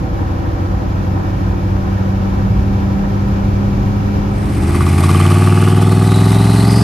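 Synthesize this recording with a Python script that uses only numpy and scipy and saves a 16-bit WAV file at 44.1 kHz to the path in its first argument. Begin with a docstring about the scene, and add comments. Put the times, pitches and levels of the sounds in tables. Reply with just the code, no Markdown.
"""Inside the cab of a pickup: the diesel V8 drones, knocks and slowly gathers speed over road rumble,
buzzing panels and wind at the glass. Cross-fade to a drag strip, microphone on a turbocharged V8 wagon
building boost against its brakes. Uneven surges ring its tailpipe into a loping bark and rasp,
unburnt fuel goes off in a run of hard pops, and the turbo whistles upward in a bright hiss of air."""
import sys
import numpy as np
from scipy import signal
from scipy.fft import rfft, irfft, next_fast_len
from scipy.io import wavfile

SR = 44100
rng = np.random.default_rng(int(sys.argv[2]) if len(sys.argv) > 2 else 0)


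def transcribe(u):
    """Save the signal u as a 16-bit wav file named by the first command-line argument.

    u: samples, shape (n,) or (channels, n), limited to [-1, 1]; the rate is SR.
    q: integer samples, one column per channel.
    """
    v = np.clip(np.atleast_2d(u).T, -1, 1)
    q = np.round(v * 32767).astype(np.int16)
    wavfile.write(sys.argv[1], SR, q)


N = 301203
TIME = np.arange(N) / SR

# In the cab. Levels in all tables are relative; an order is a multiple of the four-stroke cycle rate.
# the pickup's weaker engine lines: order, level/dB at low revs, level/dB at high revs
TRUCK_ORDERS = [(6, -27.5, -30), (9, -35.5, -32), (11, -49, -28), (19, -54, -39), (23, -40, -38),
                (24, -40, -36), (27, -32.5, -48), (29, -33, -44), (32, -49, -26), (42, -52, -43),
                (43, -41, -50), (44, -52, -43), (50, -50, -45)]
# engine block resonances: f/Hz, width/Hz, level/dB
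BLOCK_MODES = [(994, 15, 12.5), (1295, 33, 10), (1847, 29, 2), (2300, 36, 4), (2650, 69, -7)]
# cab panel resonances: f/Hz, width/Hz, level/dB
PANEL_MODES = [(295.4, 37, -31.5), (508, 53, -40), (761, 17, -38.5), (987, 15, -57.5)]
# body rumble: f/Hz, level/dB
RUMBLE_SPECTRUM = [(25, -31), (32, -9), (42, -4.5), (58, -3), (72, -11.5), (115, -7), (150, -11.5),
                   (200, -15.5), (260, -23.5)]
# the rumble swelling on rough patches of road: t/s, level/dB
ROUGH_ROAD = [(2.3, -1), (2.55, 2), (3.0, 0.5), (3.55, 0), (3.77, 3), (3.95, 0.5), (4.35, -0.5), (4.7, -1)]
# tyres, heard from inside: f/Hz, level/dB
TYRE_SPECTRUM = [(170, -18), (240, -13), (295, -1.5), (370, -10), (450, -8), (560, -8), (680, -10.5),
                 (950, -9), (1150, -12.5), (1400, -15), (1900, -20.5), (2600, -70)]
# wind at the glass: f/Hz, level/dB
WIND_SPECTRUM = [(1400, -22), (2200, 1.5), (3000, -3.5), (4400, -7.5), (5200, -7), (7000, -13),
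                 (9000, -31.5), (11500, -14), (14000, -27.5), (15500, -20)]
# how alike left and right are in the cab: f/Hz, likeness (-1 to 1)
CAB_LIKENESS = [(60, 0.97), (130, 0.99), (280, 0.22), (600, -0.19), (1250, -0.99), (2700, 0.78),
                (6000, -0.29), (13000, 0.78)]

# At the strip. The wagon's engine speed: t/s, speed/rpm
RACER_RPM = [(4.5, 1861.5), (4.95, 2080.0), (5.15, 2225.0), (5.45, 2344.0), (5.8, 2417.0), (6.15, 2484.0),
             (6.4, 2588.0), (6.6, 2645.0), (6.83, 2690.0)]
ORDER_RPM, RASP_RPM = (2000, 2245, 2420, 2650), (2260, 2350, 2500)
# exhaust lines: order, then level/dB at each speed of ORDER_RPM
EXHAUST_ORDERS = [(3, -38, -40, -30, -23), (4, -35, -39, -39, -30), (5, -10, -10, -11, -11),
                  (6, -28, -30, -28, -29), (7, -25, -23, -20, -21), (8, -15.5, -17, -18, -17),
                  (9, -25, -24, -22, -20), (10, -24, -26, -25.5, -23), (11, -22, -26, -28, -40),
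                  (12, -25, -26, -25, -23), (13, -26, -26, -27, -25), (14, -32, -34, -29.5, -31),
                  (15, -25, -33, -32, -40), (16, -33, -41, -40, -38), (17, -29, -40, -33, -33),
                  (18, -22.5, -24.5, -24, -26), (19, -32, -26.5, -28, -35), (20, -36, -39, -43, -45),
                  (21, -19.5, -38, -45, -47), (22, -31, -55, -41, -55), (23, -33, -36, -32, -55),
                  (24, -33, -33, -50, -55)]
# exhaust surges: place in the cycle (0-1), push/dB, bark/dB, then rasp/dB at each speed of RASP_RPM
PUFFS = [(.14, 0, 0, -24, -24, -27), (.34, -8, -2, -22, -23, -24), (.54, -1, -3, -23, -24, -29),
         (.73, -3, 1, -25, -19, -23), (.92, -4, -3, -18, -11.5, -20)]
# low tailpipe resonances: f/Hz, width/Hz, level/dB
BARK_MODES = [(689, 138, 3.5), (798, 206, -1), (896, 48, 0.5)]
# high tailpipe resonances: f/Hz, width/Hz, level/dB
RASP_MODES = [(1140, 120, 10.5), (1255, 157, 4.5), (1477, 150, -3), (1670, 110, -7.5), (1810, 550, -19),
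              (2580, 260, -23), (2940, 180, -27)]
# hard pops in the exhaust: t/s, level/dB
POPS = [(4.746, 1.5), (4.807, 2.5), (4.866, 1.5), (4.981, -3), (5.037, 2), (5.092, 2), (5.147, 1.5),
        (5.2, 0), (5.253, .5), (5.306, -4.5), (5.358, -4)]
# resonances rung by a pop: f/Hz, width/Hz, level/dB
POP_MODES = [(1144, 166, 27), (1720, 190, -12), (2560, 850, -10)]
# the turbo's speed, heard as pitch: t/s, f/Hz
TURBO_PITCH = [(4.5, 2150), (5.2, 2300), (5.45, 2520), (5.65, 2830), (5.82, 3300), (6.13, 3850),
               (6.36, 3860), (6.5, 4050), (6.63, 4170), (6.71, 4680), (6.83, 4780)]
# the turbo's flow, surging and then holding: t/s, level/dB
TURBO_FLOW = [(4.6, -1), (4.8, 2.5), (4.95, -1), (5.35, .5), (5.83, .5), (5.9, -5), (6.07, -3), (6.14, 3.5),
              (6.3, -1), (6.45, 2.5), (6.62, 1), (6.72, 5), (6.83, 5)]
# broad rush against clean whistle, by turbo pitch: f/Hz, share of rush (0-1)
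RUSH_SHARE = [(3000, .55), (3800, .35), (4150, .3), (4600, 1)]
# response of the intake duct: f/Hz, level/dB
INTAKE_DUCT = [(2000, -30), (2450, -31.5), (3250, -36.5), (3550, -39.5), (3880, -35), (4150, -34),
               (4350, -36), (4560, -30.5), (4760, -33.5), (5000, -29.5), (5500, -35)]
# colour of the rushing air: f/Hz, level/dB
AIR_SPECTRUM = [(620, 5.5), (800, 6.5), (1700, -1), (2500, -1.5), (3500, -5.5), (5200, -6.5), (6900, -12),
                (8000, -5.5), (9000, -3.5), (10200, 1.5), (11000, -5), (11800, -11.5), (13200, -35),
                (15000, -55)]
# strength of the rushing air: t/s, level/dB
AIR_LEVEL = [(5.25, -35.5), (5.92, -39.5), (6.238, -36.5), (6.7, -36.5)]
# a thin whine swelling and dying away: t/s, level/dB
WHINE_LEVEL = [(4.9, -70), (5.2, -53), (5.75, -55), (5.92, -45), (6.05, -48), (6.2, -80)]
# how alike left and right are at the strip: f/Hz, likeness (-1 to 1)
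STRIP_LIKENESS = [(60, 0.055), (280, 0.058), (600, 0.59), (2700, 0.99), (6000, 0.86), (11000, 0.95)]
# the wagon's direction from the microphone: f/Hz, left minus right level/dB
STRIP_PAN = [(100, .4), (250, .4), (650, -2.2), (1180, -2), (2140, 1.8), (3880, 4), (7000, 1.5),
             (10000, .3)]
# lag between the microphone ports: f/Hz, lead of the left/rad
PORT_PHASE = [(150, 0), (600, -.5), (1120, -.25), (1720, -.5), (2100, 0), (6800, 0), (7800, .9),
              (8800, -.3), (10150, -3.14), (10900, -3.9), (11700, -6.2)]

TRUCK_START_RPM, TRUCK_RPM_PER_S = 1377.0, 31.3
TRUCK_RPM = TRUCK_START_RPM + TRUCK_RPM_PER_S * TIME


def truck_engine(pedal_s=.79, boom_hz=198.3, boom_width_hz=14.6):
    """Eight firings a cycle drone through the cab; twice that rate climbs into its air resonance."""
    turn = cycles(TRUCK_RPM)
    climb = (TRUCK_RPM - TRUCK_RPM.min()) / np.ptp(TRUCK_RPM)
    drone = from_db(-19.5 - 7 * np.maximum(1 - TIME / pedal_s, 0))  # comes up as the pedal goes down
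    detuning = 2 * (16 * TRUCK_RPM / 120 - boom_hz) / boom_width_hz
    boom = from_db(-19.5) / np.sqrt(1 + detuning ** 4)
    out = drone * wavering_line(turn, 8, waver_db=1, waver_turns=.01, rate_hz=6)
    out += boom * wavering_line(turn, 16, waver_db=1, waver_turns=.01, rate_hz=6)
    for order, low_db, high_db in TRUCK_ORDERS:
        line = wavering_line(turn + rng.random(), order, waver_db=2, waver_turns=.023, rate_hz=1.8)
        out += from_db(low_db + (high_db - low_db) * climb) * line
    return out


def racer(no_boost_hz=1920, full_boost_hz=4500):
    """The wagon held on its brakes: the exhaust follows the revs, boost follows the turbo's speed."""
    rpm, turbo_hz = in_time(RACER_RPM), in_time(TURBO_PITCH)
    turn = cycles(rpm)
    boost = np.clip((turbo_hz - no_boost_hz) / (full_boost_hz - no_boost_hz), 0, 1)
    exhaust = bark_and_rasp(turn, rpm, boost) + exhaust_roar() + exhaust_note(turn, rpm) + pops()
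    return exhaust + reflections(rushing_air(turn)) + ticks(turn, boost) + turbo(turbo_hz) + whine()


def exhaust_note(turn, rpm, lead_cycles=.017):
    """The low pressure wave in the pipe: orders line up with the surges and trade strength with revs."""
    out = 0
    for order, *levels_db in EXHAUST_ORDERS:
        push = sum(from_db(db) * np.exp(-2j * np.pi * order * (place - lead_cycles))
                   for place, db, *_ in PUFFS)
        aligned = turn + np.angle(push) / (2 * np.pi * order)
        line = wavering_line(aligned, order, .09 * order ** .8, waver_turns=.001 * order, rate_hz=12)
        out += from_db(np.interp(rpm, ORDER_RPM, levels_db)) * line
    return out


def bark_and_rasp(turn, rpm, boost, bark_lead_cycles=.015):
    """Each surge rings the pipe twice: a low bark that grows with boost, then a higher rasp."""
    bark_fronts = surges(turn + bark_lead_cycles, [row[2] for row in PUFFS])
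    rasp_fronts = surges(turn, [np.interp(rpm, RASP_RPM, row[3:]) for row in PUFFS])
    bark = tailpipe(bark_fronts, BARK_MODES, turbulence=.16, puff_s=.002, spread=1.5)
    rasp = tailpipe(rasp_fronts, RASP_MODES, turbulence=.24, puff_s=.003, spread=.7)
    return from_db(-30 + 1.6 * boost) * bark + from_db(-30) * rasp


def surges(turn, strengths_db, scatter_db=1.3):
    """The sharp front of every exhaust surge, each a little different in strength."""
    fronts = np.zeros(N)
    for (place, *_), db in zip(PUFFS, strengths_db):
        at = np.flatnonzero(np.diff(np.floor(turn - place)))
        fronts[at] = from_db(np.broadcast_to(db, N)[at] + scatter_db * rng.standard_normal(len(at)))
    return fronts


def tailpipe(fronts, modes, turbulence, puff_s, spread):
    """Each front drags a dying burst of turbulence behind it; both ring the tailpipe."""
    burst = decay(fronts + 1e-18, puff_s)
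    gas = rng.standard_normal(N) + spread * rng.standard_normal((2, N))
    drive = rms_one(fronts) + turbulence * rms_one(burst * gas)
    rung = sum((-1) ** i * from_db(db) * resonate_twice(drive, hz, width)
               for i, (hz, width, db) in enumerate(modes))
    low_cut = signal.butter(2, modes[0][0] * 2.55, "high", fs=SR, output="sos")
    return rms_one(signal.sosfilt(low_cut, rung))


def pops():
    """Unburnt fuel goes off in the pipe: hard cracks while boost is still low."""
    times_s, db = np.transpose(POPS)
    fronts = np.zeros(N)
    fronts[(times_s * SR).astype(int)] = from_db(db)
    return from_db(-37) * tailpipe(fronts, POP_MODES, turbulence=.2, puff_s=.003, spread=.5)


def exhaust_roar():
    """Steady low noise under the exhaust note."""
    spectrum = [(34, -24), (70, -22), (130, -22), (360, -29), (430, -21.5)]  # f/Hz, level/dB
    return from_db(-32) * stereo_noise(spectrum, STRIP_LIKENESS)


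def turbo(pitch_hz, flutter_db=1.5):
    """The compressor spools up through its duct: a rough rush, a breathy whistle, hiss at top speed."""
    share = at_hz(RUSH_SHARE, pitch_hz)
    whistle = np.sqrt(1 - share) * noise_band(pitch_hz, half_width_hz=200)
    rush = np.sqrt(share) * noise_band(pitch_hz, half_width_hz=440)
    flow = from_db(-2 + in_time(TURBO_FLOW) + flutter_db * drift(32))
    return filtered(flow * (whistle + rush), lambda hz: from_db(at_hz(INTAKE_DUCT, hz)))


def rushing_air(turn, throb_db=.9, flicker_db=2):
    """A bright hiss of air that flickers and throbs once an engine cycle."""
    unsteady_db = throb_db * np.cos(2 * np.pi * turn) + flicker_db * drift(87)
    return from_db(in_time(AIR_LEVEL) + 9 + unsteady_db) * stereo_noise(AIR_SPECTRUM, STRIP_LIKENESS)


def cab_noise():
    """All around the microphone: the road shakes the body, tyres roar, wind hisses. All grow with speed."""
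    faster = (TRUCK_RPM - TRUCK_START_RPM) / 100  # hundreds of rpm gained
    rumble = from_db(-18.5 + .85 * faster + in_time(ROUGH_ROAD))
    rumble = rumble * stereo_noise(RUMBLE_SPECTRUM, CAB_LIKENESS)
    tyres = from_db(-28 + .47 * faster + drift(11)) * stereo_noise(TYRE_SPECTRUM, CAB_LIKENESS)
    wind = from_db(-43.5 + 2 * faster + .5 * drift(22)) * stereo_noise(WIND_SPECTRUM, CAB_LIKENESS)
    return rumble + tyres + wind


def cab_panels(engine_share=.55):
    """Road noise through the floor and the engine's climbing high orders ring the panels."""
    road = stereo_noise([(200, .017), (1000, .015)], CAB_LIKENESS)  # f/Hz, level/dB
    place = np.linspace(0, 1, 4096)
    one_cycle = sum(np.sin(2 * np.pi * (order * place + rng.random())) for order in range(17, 90))
    buzz = rms_one(np.interp(cycles(TRUCK_RPM) % 1, place, one_cycle))
    drive = np.sqrt(1 - engine_share) * road + np.sqrt(engine_share) * buzz
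    return sum(from_db(db) * rms_one(resonate(drive, hz, width)) for hz, width, db in PANEL_MODES)


def diesel_clatter(rise_db_per_s=.88, knock_s=.0083, uneven_db=3):
    """Every firing knocks on the block, each cylinder with its own strength, harder as load builds."""
    firing = np.floor(8 * cycles(TRUCK_RPM)).astype(int)
    at = np.flatnonzero(np.diff(firing))
    cylinders = rng.uniform(-.72, 1, size=8)
    knocks = np.zeros(N)
    knocks[at] = from_db(uneven_db * (cylinders[firing[at] % 8] + rng.uniform(-.82, 1, len(at))))
    rattle = decay(knocks, knock_s) * rng.standard_normal((2, N))
    block = sum(from_db(db) * resonate(rattle, hz, width) for hz, width, db in BLOCK_MODES)
    return from_db(-43 + rise_db_per_s * TIME) * rms_one(block)


def ticks(turn, boost, ping_peak_s=5.23, ping_swell_s=.14):
    """Metallic ticks once a cycle: a high ping as the pops end, a lower ring that grows with boost."""
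    def ring(place, hz):
        clicks = np.diff(np.floor(turn - place), prepend=-1) + 1e-18
        return rms_one(resonate_twice(clicks, hz, width_hz=280))
    swell = np.exp(-((TIME - ping_peak_s) / ping_swell_s) ** 2)
    ping = from_db(-37) * swell * ring(place=.94, hz=3050)
    return ping + from_db(-38.5) * boost * ring(place=.33, hz=1980)


def whine(hz=4340):
    """A faint narrow tone that hangs above the exhaust."""
    tone = wavering_line(hz * TIME, 1, waver_db=2, waver_turns=.3, rate_hz=12)
    return from_db(in_time(WHINE_LEVEL)) * tone


def reflections(x, echo_db=-11, delays_s=(.002, .0048)):
    """Close by, the wet track and the car's flank return the sound a little late and comb it."""
    def comb(hz):
        return 1 + from_db(echo_db) * sum(np.exp(-2j * np.pi * hz * s) for s in delays_s)
    return filtered(x, comb)


def at_microphone(x):
    """Sound from one side reaches the two microphone ports with unlike level and phase."""
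    sides = np.array([[.5], [-.5]])
    def ports(hz):
        return from_db(sides * at_hz(STRIP_PAN, hz)) * np.exp(1j * sides * at_hz(PORT_PHASE, hz))
    return filtered(x, ports)


def cycles(rpm):
    """Four-stroke cycles completed: one for every two turns of the crank."""
    return np.cumsum(rpm) / (120 * SR)


def wavering_line(turn, order, waver_db, waver_turns, rate_hz):
    """One harmonic of a rotation, unsteady in strength and timing; rms near 1."""
    strength = np.sqrt(2) * from_db(waver_db * drift(rate_hz))
    return strength * np.sin(2 * np.pi * (order * turn + waver_turns * drift(rate_hz)))


def stereo_noise(spectrum, likeness):
    """Coloured noise at the two ports, falling steeply beyond the ends of its spectrum; rms 1."""
    def colour(hz, weight):
        skirts = np.minimum(hz / spectrum[0][0], 1) * np.minimum(spectrum[-1][0] / hz, 1)
        share = np.sqrt(1 + weight * at_hz(likeness, hz))
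        return from_db(at_hz(spectrum, hz)) * skirts ** 4 * share
    mid = filtered(rng.standard_normal(N), lambda hz: colour(hz, .55))
    side = filtered(rng.standard_normal(N), lambda hz: colour(hz, -1))
    return rms_one(np.array([mid + side, mid - side]))


def noise_band(hz, half_width_hz, spread=.097):
    """A narrow band of stereo noise riding on a moving pitch; rms 1."""
    white = rng.standard_normal((2, 1, N)) + spread * rng.standard_normal((2, 2, N))
    in_phase, quadrature = signal.sosfilt(signal.butter(2, half_width_hz, fs=SR, output="sos"), white)
    angle = 2 * np.pi * np.cumsum(hz) / SR
    return rms_one(in_phase * np.cos(angle) + quadrature * np.sin(angle))


def drift(rate_hz, hop=40):
    """A smooth random wander; rms near 1."""
    r = np.exp(-2 * np.pi * hop * rate_hz / SR)
    slow = signal.lfilter([1], [1, -2 * r, r * r], rng.standard_normal(N // hop + 2002))[2000:]
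    return np.interp(np.arange(N) / hop, np.arange(len(slow)), rms_one(slow))


def resonate(x, hz, width_hz):
    """A resonance with gain 1 at its peak."""
    r = np.exp(-np.pi * width_hz / SR)
    feedback = [1, -2 * r * np.cos(2 * np.pi * hz / SR), r * r]
    return signal.lfilter(np.array([1, 0, -1]) * (1 - r * r) / 2, feedback, x)


def resonate_twice(x, hz, width_hz):
    """Two like resonances in series: a softer onset and steeper skirts."""
    return resonate(resonate(x, hz, width_hz), hz, width_hz)


def decay(impulses, decay_s):
    """Give each impulse an exponential tail."""
    return signal.lfilter([1], [1, -np.exp(-1 / (decay_s * SR))], impulses)


def filtered(x, response):
    """Apply a response given as a function of Hz."""
    size = next_fast_len(N + 8192)
    hz = np.maximum(np.arange(size // 2 + 1) * SR / size, 1)
    return irfft(rfft(x, size) * response(hz), size)[..., :N]


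def in_time(points):
    """Read a curve at every sample."""
    return np.interp(TIME, *np.transpose(points))


def at_hz(points, hz):
    """Read a spectrum on a log-frequency axis."""
    f, value = np.transpose(points)
    return np.interp(np.log(hz), np.log(f), value)


def from_db(db):
    """Decibels to gain."""
    return 10 ** (np.asarray(db) / 20)


def rms_one(x):
    """Scale to rms 1."""
    return x / np.sqrt(np.mean(x ** 2) + 1e-20)


def scene(fade_start_s=4.255, fade_out_s=1, fade_in_s=.91):
    """The cab fades out as the strip fades in."""
    since = TIME - fade_start_s
    cab_fade = np.clip(1 - since / fade_out_s, 0, 1) ** .76  # a power under 1 lets the cab linger
    strip_fade = np.clip(since / fade_in_s, 0, 1)
    cab = truck_engine() + diesel_clatter() + cab_noise() + cab_panels()
    return cab_fade * cab + strip_fade * at_microphone(racer())


def record(dry):
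    """Behind the microphone, the highest peaks are rounded and the top treble is cut."""
    rounded = dry / (1 + (dry / .95) ** 10) ** (1 / 10)
    high_cut = signal.cheby2(14, 60, 15200, fs=SR, output="sos")
    return signal.sosfilt(high_cut, rounded)


dry = scene()
out = record(dry)
transcribe(out)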